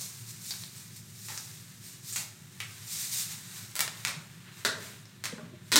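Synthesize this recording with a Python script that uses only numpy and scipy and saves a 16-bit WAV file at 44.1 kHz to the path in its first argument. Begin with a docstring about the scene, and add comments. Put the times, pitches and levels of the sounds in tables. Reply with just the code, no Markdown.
"""Putting on thin rubber gloves

In a quiet living room with a low ventilation rumble, rubber slides over two hands, about a metre away.
Sliding is shaped noise with tiny random slips in it: it hisses and crinkles as each pull swells and fades.
Let go, the stretched rubber snaps back: short noise pulses with a ring and a puff, and the room rings.
Loose pockets of the glove flap softly: low notes that swell and die away."""
import sys
import numpy as np
from scipy import signal
from scipy.fft import rfft, irfft
from scipy.io import wavfile
from scipy.ndimage import uniform_filter1d

SR = 44100
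rng = np.random.default_rng(int(sys.argv[2]) if len(sys.argv) > 2 else 0)


def master_out(mix):
    """Clip the mix to full scale and print it as 16-bit PCM to the path in sys.argv[1]."""
    frames = np.transpose(np.atleast_2d(mix))
    ceiling = np.clip(frames, -1, 1)
    pcm = np.round(ceiling * 32767).astype(np.int16)
    wavfile.write(sys.argv[1], SR, pcm)


N = 255515
TIME = np.arange(N) / SR


def gain_of(db):
    """Turns decibels into amplitude."""
    return 10 ** (np.asarray(db) / 20)


def evened(x):
    """Scales a sound to an rms (average strength) of 1."""
    return x / np.sqrt(np.mean(x ** 2) + 1e-20)


def read(points, hz):
    """Reads a table between its points, on a log-frequency axis."""
    f, value = np.transpose(points)
    return np.interp(np.log(hz + 1), np.log(f + 1), value)


def add(mix, s, sound):
    """Mixes a sound in, starting at s seconds."""
    part = mix[round(s * SR):][:len(sound)]
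    part += sound[:len(part)]


def coloured(x, points):
    """Gives a full-length signal the colour of a spectrum table, at rms 1."""
    hz = np.fft.rfftfreq(N, 1 / SR)
    return evened(irfft(rfft(x) * gain_of(read(points, hz)), N))


def wander(per_s):
    """Smooth random drift of rms 1; a higher per_s (in Hz) drifts faster."""
    f = np.fft.rfftfreq(N, 1 / SR)
    slow = np.exp(-(f / per_s) ** 2)
    return evened(irfft(rfft(rng.standard_normal(N)) * slow, N))


def bump(hz, centre, octaves):
    """A resonance: a smooth peak of height 1 around a centre frequency."""
    return np.exp(-(np.log2(hz / centre) / octaves) ** 2)


# colour of the low rumble: f/Hz, relative level/dB
RUMBLE_COLOUR = [(15, -71), (25, -57), (70, -21), (88, -14.5), (108, -1.5), (135, -3), (172, -2.5),
                 (216, -11), (243, -18), (313, -22), (372, -16.5), (442, -29.5), (600, -39), (780, -46),
                 (1320, -120)]
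# colour of the wash of air: f/Hz, relative level/dB
AIR_COLOUR = [(25, -30), (100, 1), (400, 0.5), (800, -2), (2000, -2.5), (6000, -8), (16000, -51)]


def ventilation(rumble_db=-53, hum_hz=109, hum_db=-59, sway=0.77, air_db=-68):
    """A low rumble with a hum that wavers in pitch and loudness, and a faint wash of air."""
    phase = 2 * np.pi * hum_hz * TIME + sway * wander(8.7)
    hum = evened(np.sin(phase) * (1 + sway * wander(14.4)))
    rumble = coloured(rng.standard_normal(N), RUMBLE_COLOUR)
    air = coloured(rng.standard_normal(N), AIR_COLOUR)
    return gain_of(rumble_db) * rumble + gain_of(hum_db) * hum + gain_of(air_db) * air


# the hands never quite let go: a light, continuous contact goes on, now stronger, now weaker
# (before the trims in sliding): t/s, hiss level/dB, duller rub level/dB
LIGHT_CONTACT = [(0, -47.5, -56.5), (1.1, -55.5, -61.5), (2.499, -57, -60), (2.75, -49.5, -54),
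                 (3.4, -48, -54), (4.3, -58, -56.5), (5.101, -63, -61), (5.4, -62, -58), (5.7, -67, -60.5)]
# pulls that drag the rubber over the skin (before the trims in sliding):
# fastest moment t/s, swell time t/s, hiss level/dB, duller rub level/dB
PULLS_OVER_SKIN = [(.02, 0.053, -39, -69), (.30, 0.03, -43.5, -63), (0.492, 0.069, -39.5, -73),
                   (.62, 0.042, -45.5, -56.5), (.79, 0.064, -47.5, -57.5), (.97, 0.026, -46.5, -65),
                   (1.32, 0.14, -42, -60), (1.53, 0.13, -52, -57.5), (1.87, 0.054, -46.5, -61),
                   (1.95, 0.033, -51.5, -65), (2.1, 0.044, -38, -56), (2.188, 0.046, -36.5, -62),
                   (2.94, 0.061, -36, -71), (3.022, 0.079, -35, -52), (3.145, 0.028, -30, -48),
                   (3.201, 0.039, -30.5, -46), (3.319, 0.037, -39.5, -47.5), (3.58, 0.06, -44, -51.5),
                   (4.0, .09, -49.5, -53.5), (4.49, 0.04, -73, -51), (4.61, 0.075, -51.5, -52.5),
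                   (4.85, 0.089, -47, -48.5), (5.71, 0.078, -56, -62)]
RELEASE = 1.24  # a pull dies away over this many swell times


def friction(rise_shape=1.46, fall_shape=1.17):
    """Strength of hiss and rub: each pull swells and dies away on top of the light contact."""
    times, *levels = np.transpose(LIGHT_CONTACT)
    power = gain_of([np.interp(TIME, times, db) for db in levels]) ** 2
    for s, swell, hiss_db, rub_db in PULLS_OVER_SKIN:
        u = (TIME - s) / swell  # negative before the fastest moment
        rise = abs(u) ** rise_shape
        fall = abs(u / RELEASE) ** fall_shape
        speed = np.exp(-np.where(u < 0, rise, fall))
        power = power + (gain_of([[hiss_db], [rub_db]]) * speed) ** 2
    return np.sqrt(power)


# colour of the bright hiss: f/Hz, relative level/dB
HISS_COLOUR = [(800, -62), (2200, -11), (3050, -15.5), (3750, -5.5), (5000, -4), (7000, -2), (8900, -3),
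               (10300, -9.5), (12500, -8.5), (14200, -7), (16000, -14.5)]
# colour of the duller rub: f/Hz, relative level/dB
RUB_COLOUR = [(200, -27), (500, -10.5), (750, -5.5), (1200, 1), (1800, 4.5), (2400, 0.5), (3100, 0.5),
              (4000, 0), (6000, -29), (10000, -42)]


def sliding(hiss_db=-1, rub_db=-3, slips_per_s=2200, spread_db=3.0, crinkle=0.53):
    """Countless tiny slips make a hiss; larger ones stand out as crinkles, and the grip varies."""
    hiss_strength, rub_strength = friction()
    sizes = gain_of(spread_db * np.minimum(rng.exponential(1, N), 5))
    signed_sizes = sizes * rng.choice([-1, 1], N)
    happens = rng.random(N) < slips_per_s / SR
    slips = evened(signed_sizes * happens)
    grip = gain_of(0.6 * wander(45))
    # hiss and rub share the larger slips, each over its own noise
    hiss = coloured(rng.standard_normal(N) + crinkle * slips, HISS_COLOUR)
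    rub = coloured(rng.standard_normal(N) + crinkle * slips, RUB_COLOUR)
    hiss = hiss * hiss_strength * gain_of(hiss_db)
    rub = rub * rub_strength * gain_of(rub_db)
    return grip * (hiss + rub)


# how fast the room's tail dies, by pitch: f/Hz, time to fall by 60 dB t/s
ROOM_DECAY = [(150, 1), (500, 0.79), (1500, 0.51), (4000, .42), (8000, 0.39), (15000, 0.21)]
# first reflections, from the archway and floor: delay t/s, gain (before the echo and room levels)
FIRST_ECHOES = [(.0049, .36), (.0058, 0.24), (.0068, 0.23), (0.0096, 0.28), (0.0131, .2)]


def room(wet_db, tail_db=4, echo_db=-3, gap=0.0041, early=0.41, early_fade=0.06):
    """Direct sound, a few reflections, then a dense tail whose bands die at their own speeds."""
    size = SR * 3 // 4
    hz, t, bands = signal.stft(rng.standard_normal(size), SR, nperseg=256)
    fading = gain_of(-60 * t / read(ROOM_DECAY, hz)[:, None])
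    tail = signal.istft(bands * fading, SR, nperseg=256)[1][:size]
    t = np.arange(size) / SR
    # near walls crowd the start of the tail, which begins after a gap in seconds
    tail = tail * (t > gap) * (1 + early * np.exp(-t / early_fade))
    response = gain_of(wet_db + tail_db) * tail / np.linalg.norm(tail)
    response[0] += 1  # the direct sound
    for delay, gain in FIRST_ECHOES:
        response[round(delay * SR)] += gain * gain_of(wet_db + echo_db)
    return response


def causal(db):
    """Spectrum of the promptest pulse that has these levels."""
    mirrored = np.concatenate([db, db[-2:0:-1]])
    log_gain = np.log(gain_of(mirrored))
    return np.exp(np.conj(signal.hilbert(log_gain)))[:len(db)]


# basic colour of the snapping film of rubber: f/Hz, relative level/dB
FILM_COLOUR = [(40, -53), (150, -34), (400, -19.5), (750, -6.5), (1300, 0.5), (2300, 0.5), (3000, -2),
               (3900, 3), (5000, 1), (8800, 2), (11000, -1.5), (15000, 2)]
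# pockets of air squeezed out under the film: f/Hz, width/octaves, level/dB (added to each snap's thump)
AIR_POCKETS = [(250, 0.34, 6), (410, 0.19, 2.5), (591, 0.23, 2), (960, 0.22, -8.5)]
SLAP_S = 0.00036  # time that the film takes to land


def snap(level_db, ring_hz, ring_db, thump_db, edge_hz,
         ring_octaves=0.37, scatter=0.2, scatter_fade=0.0038, steepness=4.9):
    """The film lands in a quick run of tiny slaps, rings briefly and squeezes out a puff of air."""
    size = 2048
    t = np.arange(size) / SR
    hz = np.fft.rfftfreq(size, 1 / SR) + 1  # 1 Hz up, to keep clear of zero
    landing = np.sqrt(t / SLAP_S) * np.exp(-t / SLAP_S)
    scattered = scatter * np.exp(-t / scatter_fade)  # hands and chest scatter the slap
    slaps = rfft(rng.choice([-1, 1], size) * (landing + scattered))
    # all bands are excited about alike
    slaps = slaps / np.sqrt(uniform_filter1d(abs(slaps) ** 2, size=21))
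    film = gain_of(read(FILM_COLOUR, hz) + ring_db * bump(hz, ring_hz, ring_octaves))
    film = film / np.sqrt(1 + (hz / edge_hz) ** steepness)  # treble falls away above the edge
    puff = sum(gain_of(thump_db + db) * bump(hz, centre, width) for centre, width, db in AIR_POCKETS)
    pulse = irfft(slaps * causal(20 * np.log10(film + puff)))
    return gain_of(level_db) * pulse[:size // 2]


# stretched rubber slapping the skin, and a short squeak (the row at 1.3 s with an 880 Hz ring): # t/s, level/dB
# (before the shared lift in snaps), ring of the film f/Hz, # ring level/dB, thump of trapped air level/dB,
# treble edge f/Hz, room share level/dB
RUBBER_SNAPS = [(0.0101, -26.5, 6550, 13.5, -9, 14100, 0), (0.508, -19, 4650, 14, -23, 11100, -4),
                (0.522, -23, 4020, 2, -15, 9200, -10), (0.538, -24, 1600, 7, -10, 4000, -13),
                (0.6367, -24.5, 4200, 13.5, -16, 5000, -7.5), (1.285, -19, 1930, 4, -11, 5000, -0.5),
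                (1.3, -28, 880, 24.5, -7, 4500, -5.5), (1.321, -27.5, 1550, 13.5, 1, 3000, -3),
                (1.376, -17, 5840, 8, -27, 8200, -5), (2.126, -26, 7600, 15, -32, 15000, 1),
                (2.1604, -12, 2400, 5, -16, 11140, -1), (2.164, -20, 7000, 15.5, -22, 11100, -6),
                (2.6028, -16, 2300, 10, -11, 9300, -2.5), (2.604, -21, 3040, 18, -18, 3520, -5),
                (3.7546, -15, 8800, 2.5, -17, 15500, -7), (3.764, -12.5, 3980, -1.5, -16, 12000, -2),
                (3.7926, -6.5, 1960, 3.5, -10, 12000, -7), (3.806, -2.5, 2040, 4, -29, 14900, -5.5),
                (3.8782, -11.5, 2650, 3, -4.5, 6760, -10), (4.0500, -4.5, 2330, 7, -24, 7400, -6),
                (4.072, -9.5, 2300, 5, -11, 6600, -5), (4.081, -13, 2500, 1, -9, 8700, -0.5),
                (4.6497, -4, 1620, 11, 2.5, 8000, -1.5), (4.6524, -15.5, 4060, 19.5, 3, 4450, -3.5),
                (5.055, -34.5, 5200, 11, 5, 5960, -3.5), (5.2394, -12.5, 1800, 4.5, -8.5, 8300, -1),
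                (5.255, -11, 2600, 5.5, -35, 8400, -5.5), (5.3819, -22.5, 1340, 8.5, 10, 2180, -3),
                (5.7186, -4.5, 1700, 1.5, -7, 7950, 5), (5.73, -14, 3950, 17, -7, 4500, 2),
                (5.7583, 5, 3680, 4, -7, 9650, -2), (5.765, -5.5, 5830, 16, 7, 6960, -5)]


def snaps(level_db=6):
    """The hands turn between snaps, so each one gets its own room tail; level_db lifts them all."""
    out = np.zeros(N)
    for s, *blow, room_db in RUBBER_SNAPS:
        add(out, s, signal.fftconvolve(snap(*blow), room(room_db)))
    return gain_of(level_db) * out


# soft flaps of loose rubber: t/s, level/dB, f/Hz, swell time t/s
SOFT_FLAPS = [(0.196, -42, 116.4, 0.054), (4.164, -38.5, 158, 0.011), (5.326, -38.5, 489, 0.0032),
              (5.333, -33.5, 211, 0.0045), (5.426, -43, 170, 0.012), (5.528, -48, 348, 0.0091),
              (5.530, -53.5, 617, 0.0062), (5.761, -28, 307, 0.011)]


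def flaps():
    """Slack rubber over a pocket of air gives a low, damped note."""
    out = np.zeros(N)
    t = np.arange(SR // 3) / SR
    for s, db, hz, swell in SOFT_FLAPS:
        shape = t / swell * np.exp(1 - t / swell)  # peaks at 1 after the swell time
        add(out, s, gain_of(db) * np.sin(2 * np.pi * hz * t) * shape)
    return out


def scene():
    """Gloves, room and ventilation, the same in both channels."""
    soft = signal.fftconvolve(flaps() + sliding(), room(wet_db=-12.0))[:N]
    mono = snaps() + soft + ventilation()
    return np.array([mono, mono])


EDGE_HZ = 16100  # the recorder's upper limit


def record(dry, ceiling=0.81):
    """A soft limiter rounds off the loudest peaks; then the recorder cuts the highest treble."""
    lowpass = signal.firwin(301, EDGE_HZ, window=("kaiser", 8), fs=SR)
    limited = dry / (1 + (dry / ceiling) ** 4) ** 0.25
    return signal.oaconvolve(limited, lowpass[None], "same")


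dry = scene()
out = record(dry)
master_out(out)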